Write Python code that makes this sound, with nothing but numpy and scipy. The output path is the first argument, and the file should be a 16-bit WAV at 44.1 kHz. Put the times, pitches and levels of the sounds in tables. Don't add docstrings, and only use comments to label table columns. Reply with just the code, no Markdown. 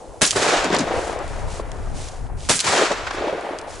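import sys
import numpy as np
from scipy import signal
from scipy.fft import rfft, irfft
from scipy.io import wavfile
from scipy.ndimage import uniform_filter1d

SR = 44100
rng = np.random.default_rng(int(sys.argv[2]) if len(sys.argv) > 2 else 0)


def dump_mix(stems):
    frames = np.atleast_2d(stems).T
    limited = np.clip(frames, -1, 1)
    pcm = np.round(limited * 32767).astype(np.int16)
    wavfile.write(sys.argv[1], SR, pcm)


def invert_db(x):
    u = np.asarray(x, float) / 20
    return 10 ** u


N = 167580
T = np.arange(N) / SR

# time in seconds, gas level in dB, low thump level in dB.
SHOTS = [
    (0.2153, -8, -7.5),
    (2.492, -8.5, -8.5),
]
# frequency in Hz, level in dB.
GAS_COLOUR = [(100, -14), (326, -5), (1120, -7.5), (1700, -5.5), (2310, -10.5), (7740, -8.5),
              (11000, -15.5)]
# time in seconds, level in dB, fall in seconds, lowest Hz, highest Hz.
CLACKS = [(0.251, -16, 0.0027, 2480, 7000), (0.2535, -23, 0.0016, 600, 9000),
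          (.265, -16, 0.0039, 6000, 11500), (0.275, -17, 0.0041, 4070, 10100),
          (0.308, -10, 0.0016, 2100, 13000), (0.314, -19.5, 0.0022, 2100, 10000),
          (0.6444, -13, 0.00042, 2200, 8200), (0.656, -33, 0.0018, 3000, 7000),
          (0.7025, -26, 0.0024, 600, 5000), (0.729, -23.5, 0.0034, 700, 6040),
          (0.747, -20, 0.002, 3880, 13000), (.765, -17, 0.0024, 3300, 6500),
          (0.7866, -22, 0.0015, 4500, 10000), (0.7908, -19.5, 0.0068, 4000, 7150),
          (0.805, -32.5, 0.019, 2980, 7600), (2.556, -22, 0.0029, 4990, 11500),
          (2.562, -25, 0.017, 6000, 12000), (2.5916, -15.5, 0.0023, 1780, 7000),
          (2.598, -23, 0.0025, 1500, 6000), (2.603, -13, 0.0018, 3000, 11700),
          (2.607, -19.5, 0.004, 1780, 11500), (3.5867, -32, 0.004, 1600, 9000),
          (3.6138, -38.5, 0.0022, 3000, 9500)]
# time in seconds, level in dB, lowest Hz, highest Hz.
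BUCKLE_TICKS = [(1.13, -32, 7000, 12000), (1.19, -34, 5000, 9000), (1.279, -39, 2500, 11000),
                (1.7171, -31.5, 1700, 7350), (1.96, -61, 4850, 10000), (2.086, -33, 2000, 11500),
                (2.267, -47, 1400, 3970), (2.406, -36.5, 1500, 6000), (2.451, -33, 1500, 5570),
                (2.462, -40, 2900, 5550), (3.41, -40, 4540, 9000)]
# frequency in Hz, level in dB.
STEEL_COLOUR = [(1000, -8.5), (2600, 3), (7300, 4), (11000, -2)]
# loudest moment in seconds,
# rise in seconds, fall in seconds, trunk boom level in dB, twig fizz level in dB.
TREE_ECHOES = [(0, .05, 0.58, -39, -52.5), (.332, 0.0047, 0.0067, -27.5, -23.5),
               (.362, 0.0047, 0.05, -18.5, -15.5), (.425, 0.016, 0.084, -21, -14.5),
               (.49, 0.024, 0.06, -17.5, -16), (.545, 0.052, 0.017, -19, -14.5),
               (.575, 0.011, 0.062, -23.5, -14), (.655, 0.021, 0.02, -19, -17.5),
               (.71, 0.015, 0.025, -22, -37), (.745, 0.016, 0.025, -16, -11),
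               (.80, 0.016, 0.14, -24.5, -22.5), (.88, 0.0057, 0.023, -30, -22.5),
               (.912, 0.0015, 0.046, -23, -21), (.975, 0.039, 0.078, -23, -24),
               (1.1, 0.056, 0.13, -27, -26), (1.21, 0.038, 0.044, -29.5, -29.5),
               (1.35, 0.063, 1, -35, -29.5), (1.66, 0.027, 0.092, -43, -43),
               (2.645, 0.0038, 0.038, -27.5, -18.5), (2.677, 0.014, 0.038, -26, -12.5),
                 (2.73, 0.021, 0.052, -18, -16), (2.788, 0.048, 0.027, -21, -12),
                 (2.824, 0.02, 0.039, -18.5, -15), (2.86, 0.032, 0.026, -40, -15.5),
                 (2.918, 0.012, 0.017, -18.5, -15), (2.974, 0.032, 0.14, -33, -23.5),
                 (3.073, 0.0048, 0.0092, -33, -16.5), (3.11, 0.0013, 0.0033, -20.5, -12.5),
                 (3.184, 0.048, 0.085, -30, -22), (3.24, 0.049, 0.045, -28, -37),
                 (3.286, 0.036, 0.034, -22.5, -21.5), (3.329, 0.0057, 0.026, -23, -33),
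                 (3.387, 0.026, 0.019, -28, -27.5), (3.451, 0.059, 0.095, -28.5, -28),
                 (3.529, 0.083, 0.055, -31.5, -27), (3.62, 0.039, 0.33, -35, -32)]
# frequency in Hz, level in dB.
BOOM_COLOUR = [(150, -3), (250, -4), (400, 4), (700, 5), (1600, -6)]
# frequency in Hz, level in dB.
FIZZ_COLOUR = [(400, -31.5), (900, -5), (1500, -3.5), (3000, -8), (5000, -8), (7500, -5.5), (9000, -11),
               (11500, -12)]
# frequency in Hz, left-right likeness from -1 to 1.
ECHO_LIKENESS = [(200, 1), (500, 0.89), (1420, 0.72), (11000, 0.76)]
# time in seconds, left over right in dB.
ECHO_PAN = [(0, 1.5), (.32, -1.5), (.85, 2.5), (.97, .5), (1.11, 3), (2.36, 1.5), (2.58, 1.5), (2.92, 0.4),
            (3.8, 1)]
# loudest moment in seconds, rise in seconds, fall in seconds,
# level in dB, pitch in Hz.
WATER_ROLLS = [
    (.66, 0.014, 0.07, -25.5, 326),
    (.72, 0.029, 0.055, -25, 222),
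    (0.809, 0.034, 0.03, -22.5, 210),
    (1.598, .002, 0.0064, -18, 380),
    (2.548, 0.026, 0.026, -31.5, 204),
    (.36, 0.047, .12, -34, 123),
    (2.69, 0.042, 0.031, -30.5, 126),
]
# time in seconds, peak level in dB, pitch in Hz.
BIG_TRUNKS = [(0.359, -8, 465), (0.369, -9, 460), (0.414, -12, 625), (0.466, -6, 676), (0.49, -4.5, 456),
              (0.536, -4.5, 740), (0.562, -6.5, 705), (0.652, -11, 370), (0.703, -10, 380),
              (0.728, -7.5, 377), (0.877, -12, 630), (0.909, -8, 565), (0.939, -8.5, 514),
              (0.963, -10, 660), (0.979, -19, 516), (1.03, -16, 610), (1.096, -15.5, 486),
              (1.144, -23, 875), (1.176, -19.5, 509), (1.214, -19, 600), (2.795, -9, 410), (2.813, -6, 470),
              (2.821, -7.5, 425), (2.834, -12, 343), (2.913, -8, 630), (3.009, -21, 645), (3.145, -17, 369),
              (3.183, -16.5, 401), (3.209, -14, 400), (3.222, -10.5, 630), (3.242, -14, 446),
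              (3.272, -12, 336), (3.286, -14, 556), (3.326, -12, 510), (3.344, -17, 483),
              (3.357, -17.5, 467), (3.384, -19, 646), (3.435, -15, 759), (3.449, -21.5, 616),
              (3.489, -15, 603), (3.508, -17.5, 368), (3.534, -16.5, 590)]
# start in seconds, length in seconds, level in dB.
SWISHES = [(-.2, 0.21, -46), (0.899, 0.28, -38.5), (1.158, 0.37, -46), (1.472, 0.15, -40.5), (.8, .12, -44),
           (3.115, 0.053, -46), (1.544, 0.75, -51.5), (1.94, 0.16, -41), (2.026, 0.19, -50.5),
           (2.205, .12, -61), (2.366, 0.25, -40), (3.0, 0.72, -52.5), (3.67, 0.16, -42)]
# frequency in Hz, level in dB.
CLOTH_COLOUR = [(1500, -8), (2400, -3.5), (4000, -3), (7000, -1.5), (11000, -9.5)]
# time in seconds, level in dB.
GUSTS = [(0, -45), (.52, -50), (.59, -36.5), (.79, -43), (.97, -27.5), (1.07, -41.5), (1.35, -26),
         (1.65, -31.5), (1.92, -25), (2.15, -34.5), (2.3, -27.5), (2.5, -33), (2.6, -59), (2.9, -43),
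         (3.2, -38), (3.44, -51), (3.68, -43), (3.78, -35.5)]
# frequency in Hz, level in dB.
WIND_COLOUR = [(20, 0.5), (40, -2.5), (120, -7), (180, -15.5), (300, -23.5)]
# frequency in Hz, left-right likeness from -1 to 1.
WIND_LIKENESS = [(25, .96), (60, .8), (110, -.3), (160, -.9), (250, -.4)]
# frequency in Hz, level in dB.
FIELD_COLOUR = [(150, -7), (300, 0.5), (500, 2), (800, -34), (1200, -12), (2200, -29), (5000, -25.5),
                (11000, -19)]


def blasts():
    push_delay_s, swing_s = 0.0118, 0.0005
    gas = colour(pair(lambda: grains(14000, 4.0), ECHO_LIKENESS), GAS_COLOUR)
    gas_level, thump = 0, 0
    for s, gas_db, thump_db in SHOTS:
        suction = np.exp(-((T - s - push_delay_s) / swing_s - 2) ** 2)
        push = hump(s + push_delay_s, swing_s / 2, swing_s / 2)
        tear = (1 - 0.85 * np.sqrt(suction)) * hump(s + 0.0016, 0.0011 / 2, 0.026)
        hammer = invert_db(-4) * hump(s - 0.0025, 0.00051, 0.00064)
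        gas_level = gas_level + invert_db(gas_db) * (tear + hammer)
        thump = thump + invert_db(thump_db) * (push - 0.8 * suction)
    return gas * gas_level + thump * panned(12.0)


def action():
    steel = colour(pair(lambda: grains(20000, 0.91), ECHO_LIKENESS), STEEL_COLOUR)
    out = steel * sum(invert_db(-19) * hump(s + 0.017, 0.0034, 0.069) for s, _, _ in SHOTS)
    buckles = [(s, db, 0.0016, low_hz, high_hz) for s, db, low_hz, high_hz in BUCKLE_TICKS]
    u = np.arange(1900) / SR
    for s, db, fall, low_hz, high_hz in CLACKS + buckles:
        here = slice(round(s * SR), round(s * SR) + len(u))
        tick = 5 * (u == 0) * np.sqrt(fall * 250)
        strike = steel[:, here] * np.exp(-u / fall) + tick
        band = signal.butter(2, [low_hz, high_hz], "band", fs=SR)
        out[:, here] += invert_db(db) * signal.lfilter(*band, strike) * 1.63
    return out * panned(-1.7)


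def echoes():
    boom_power, fizz_power = 0, 0
    for s, rise, fall, boom_db, fizz_db in TREE_ECHOES:
        blur = 1 + since_shot(s)
        boom_power = boom_power + (invert_db(boom_db) * hump(s, rise, fall)) ** 2
        fizz_power = fizz_power + (invert_db(fizz_db) * hump(s, rise * blur, fall * blur)) ** 2
    boom = colour(pair(trunks, ECHO_LIKENESS), BOOM_COLOUR) * np.sqrt(boom_power)
    twigs = colour(pair(lambda: grains(6400, 0), ECHO_LIKENESS), FIZZ_COLOUR)
    fizz = air_darkened(twigs) * np.sqrt(fizz_power)
    mix = boom + fizz + water_rolls() + big_trunks()
    return mix * panned(np.interp(T, *np.transpose(ECHO_PAN)))


def trunks(count=12):
    cycles = 1.68
    hits = grains(900, 2.5)
    kind = rng.integers(0, count, N)
    out = np.zeros(N)
    for k, hz in enumerate(np.geomspace(262.4, 958, count)):
        u = np.arange(int(4 * cycles * SR / hz)) * hz / SR
        ring = hz * u * np.exp(-3 * u / cycles) * np.sin(2 * np.pi * u)
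        out += signal.oaconvolve(hits * (kind == k), ring)[:N]
    return evened(out) + 0.69 * hiss()


def big_trunks():
    out = np.zeros(N)
    chances = rng.random((len(BIG_TRUNKS), 2))
    for (s, db, hz), (side, stretch) in zip(BIG_TRUNKS, chances):
        u = np.arange(int(12 * SR / hz)) * hz / SR
        v = 3 * u / (2.54 * (0.67 + 0.56 * stretch))
        ring = v * np.exp(1 - v) * np.sin(2 * np.pi * u * (1 - 0.011 * u))
        out[round(s * SR):][:len(u)] += np.sign(side - 0.5) * invert_db(db - 4.5) * ring
    return out


def water_rolls():
    out = 0
    for s, rise, fall, db, hz in WATER_ROLLS:
        tone = colour(hiss(), [(hz * 0.81, 0), (hz * 1.24, 0)], steep_db=-14)
        out = out + invert_db(db) * hump(s, rise, fall) * tone
    return out


def air_darkened(x):
    hz, t, z = signal.stft(x, SR, nperseg=512)
    loss_db = 3 * (hz[:, None] / 1000) ** 1.214 * since_shot(t)
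    return signal.istft(z * invert_db(-loss_db), SR, nperseg=512)[1][:, :N]


def since_shot(t):
    first, second = SHOTS[0][0], SHOTS[1][0]
    return np.where(t > second, t - second, np.maximum(t - first, 0))


def jacket():
    level = 0
    for s, length, db in SWISHES:
        stroke = np.sin(np.pi * np.clip((T - s) / length, 0, 1)).clip(0) ** 0.68
        level = level + invert_db(db) * stroke
    cloth = colour(pair(lambda: grains(10000, 1.9), [(1000, 0.81), (9000, 0.77)]), CLOTH_COLOUR)
    return cloth * level * invert_db(0.97 * wander(0.0063))


def wind():
    lumps = pair(lambda: hiss() * invert_db(2.5 * wander(0.025)), WIND_LIKENESS)
    gust = invert_db(np.interp(T, *np.transpose(GUSTS)))
    return colour(lumps, WIND_COLOUR) * gust * panned(4) * after_shot_lift()


def field():
    swell = invert_db(-50.5 + 0.7 * wander(0.05))
    return colour(pair(hiss, [(300, 0.85), (9000, 0.55)]), FIELD_COLOUR) * swell * after_shot_lift()


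def after_shot_lift():
    return invert_db(2 * sum(hump(s + 0.06, 0.0064, 0.073) for s, _, _ in SHOTS))


def hiss():
    return rng.standard_normal(N)


def grains(rate, spread_db):
    chance, size, side = rng.random((N, 3)).T
    size_db = spread_db * np.minimum(-np.log(size + 1e-9), 3.6)
    return (chance < rate / SR) * np.sign(side - 0.5) * invert_db(size_db)


def wander(seconds):
    n = max(round(seconds * SR), 2)
    return evened(uniform_filter1d(uniform_filter1d(hiss(), n), n))


def hump(s, rise, fall):
    return np.exp(np.where(T < s, (T - s) / rise, (s - T) / fall))


def evened(x):
    return x / np.sqrt(np.mean(x ** 2) + 1e-20)


def read(points, hz):
    f, value = np.transpose(points)
    return np.interp(np.log(hz + 1), np.log(f + 1), value)


def colour(x, points, steep_db=-18):
    hz = np.fft.rfftfreq(N, 1 / SR) + 1
    below = np.maximum(np.log2(points[0][0] / hz), 0)
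    above = np.maximum(np.log2(hz / points[-1][0]), 0)
    return evened(irfft(rfft(x) * invert_db(read(points, hz) + steep_db * (below + above)), N))


def pair(draw, likeness):
    c = np.clip(read(likeness, np.fft.rfftfreq(N, 1 / SR)), -1, 1)
    left, other = draw(), draw()
    right = irfft(c * rfft(left) + np.sqrt(1 - c ** 2) * rfft(other), N)
    return np.array([left, right])


def panned(db):
    return invert_db(np.array([db / 2 + 0 * T, -db / 2 + 0 * T]))


def scene():
    return blasts() + action() + echoes() + jacket() + wind() + field()


def roll_off(x):
    return signal.sosfilt(signal.butter(12, 12340, fs=SR, output="sos"), x)


def record(dry):
    ceiling = 0.95
    held = ceiling * np.tanh(dry / ceiling)
    lowpass = signal.firwin(401, 11047, window=("kaiser", 7.5), fs=SR)
    mix = signal.oaconvolve(held, lowpass[None], "same")
    return roll_off(mix)


dry = scene()
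out = record(dry)
dump_mix(out)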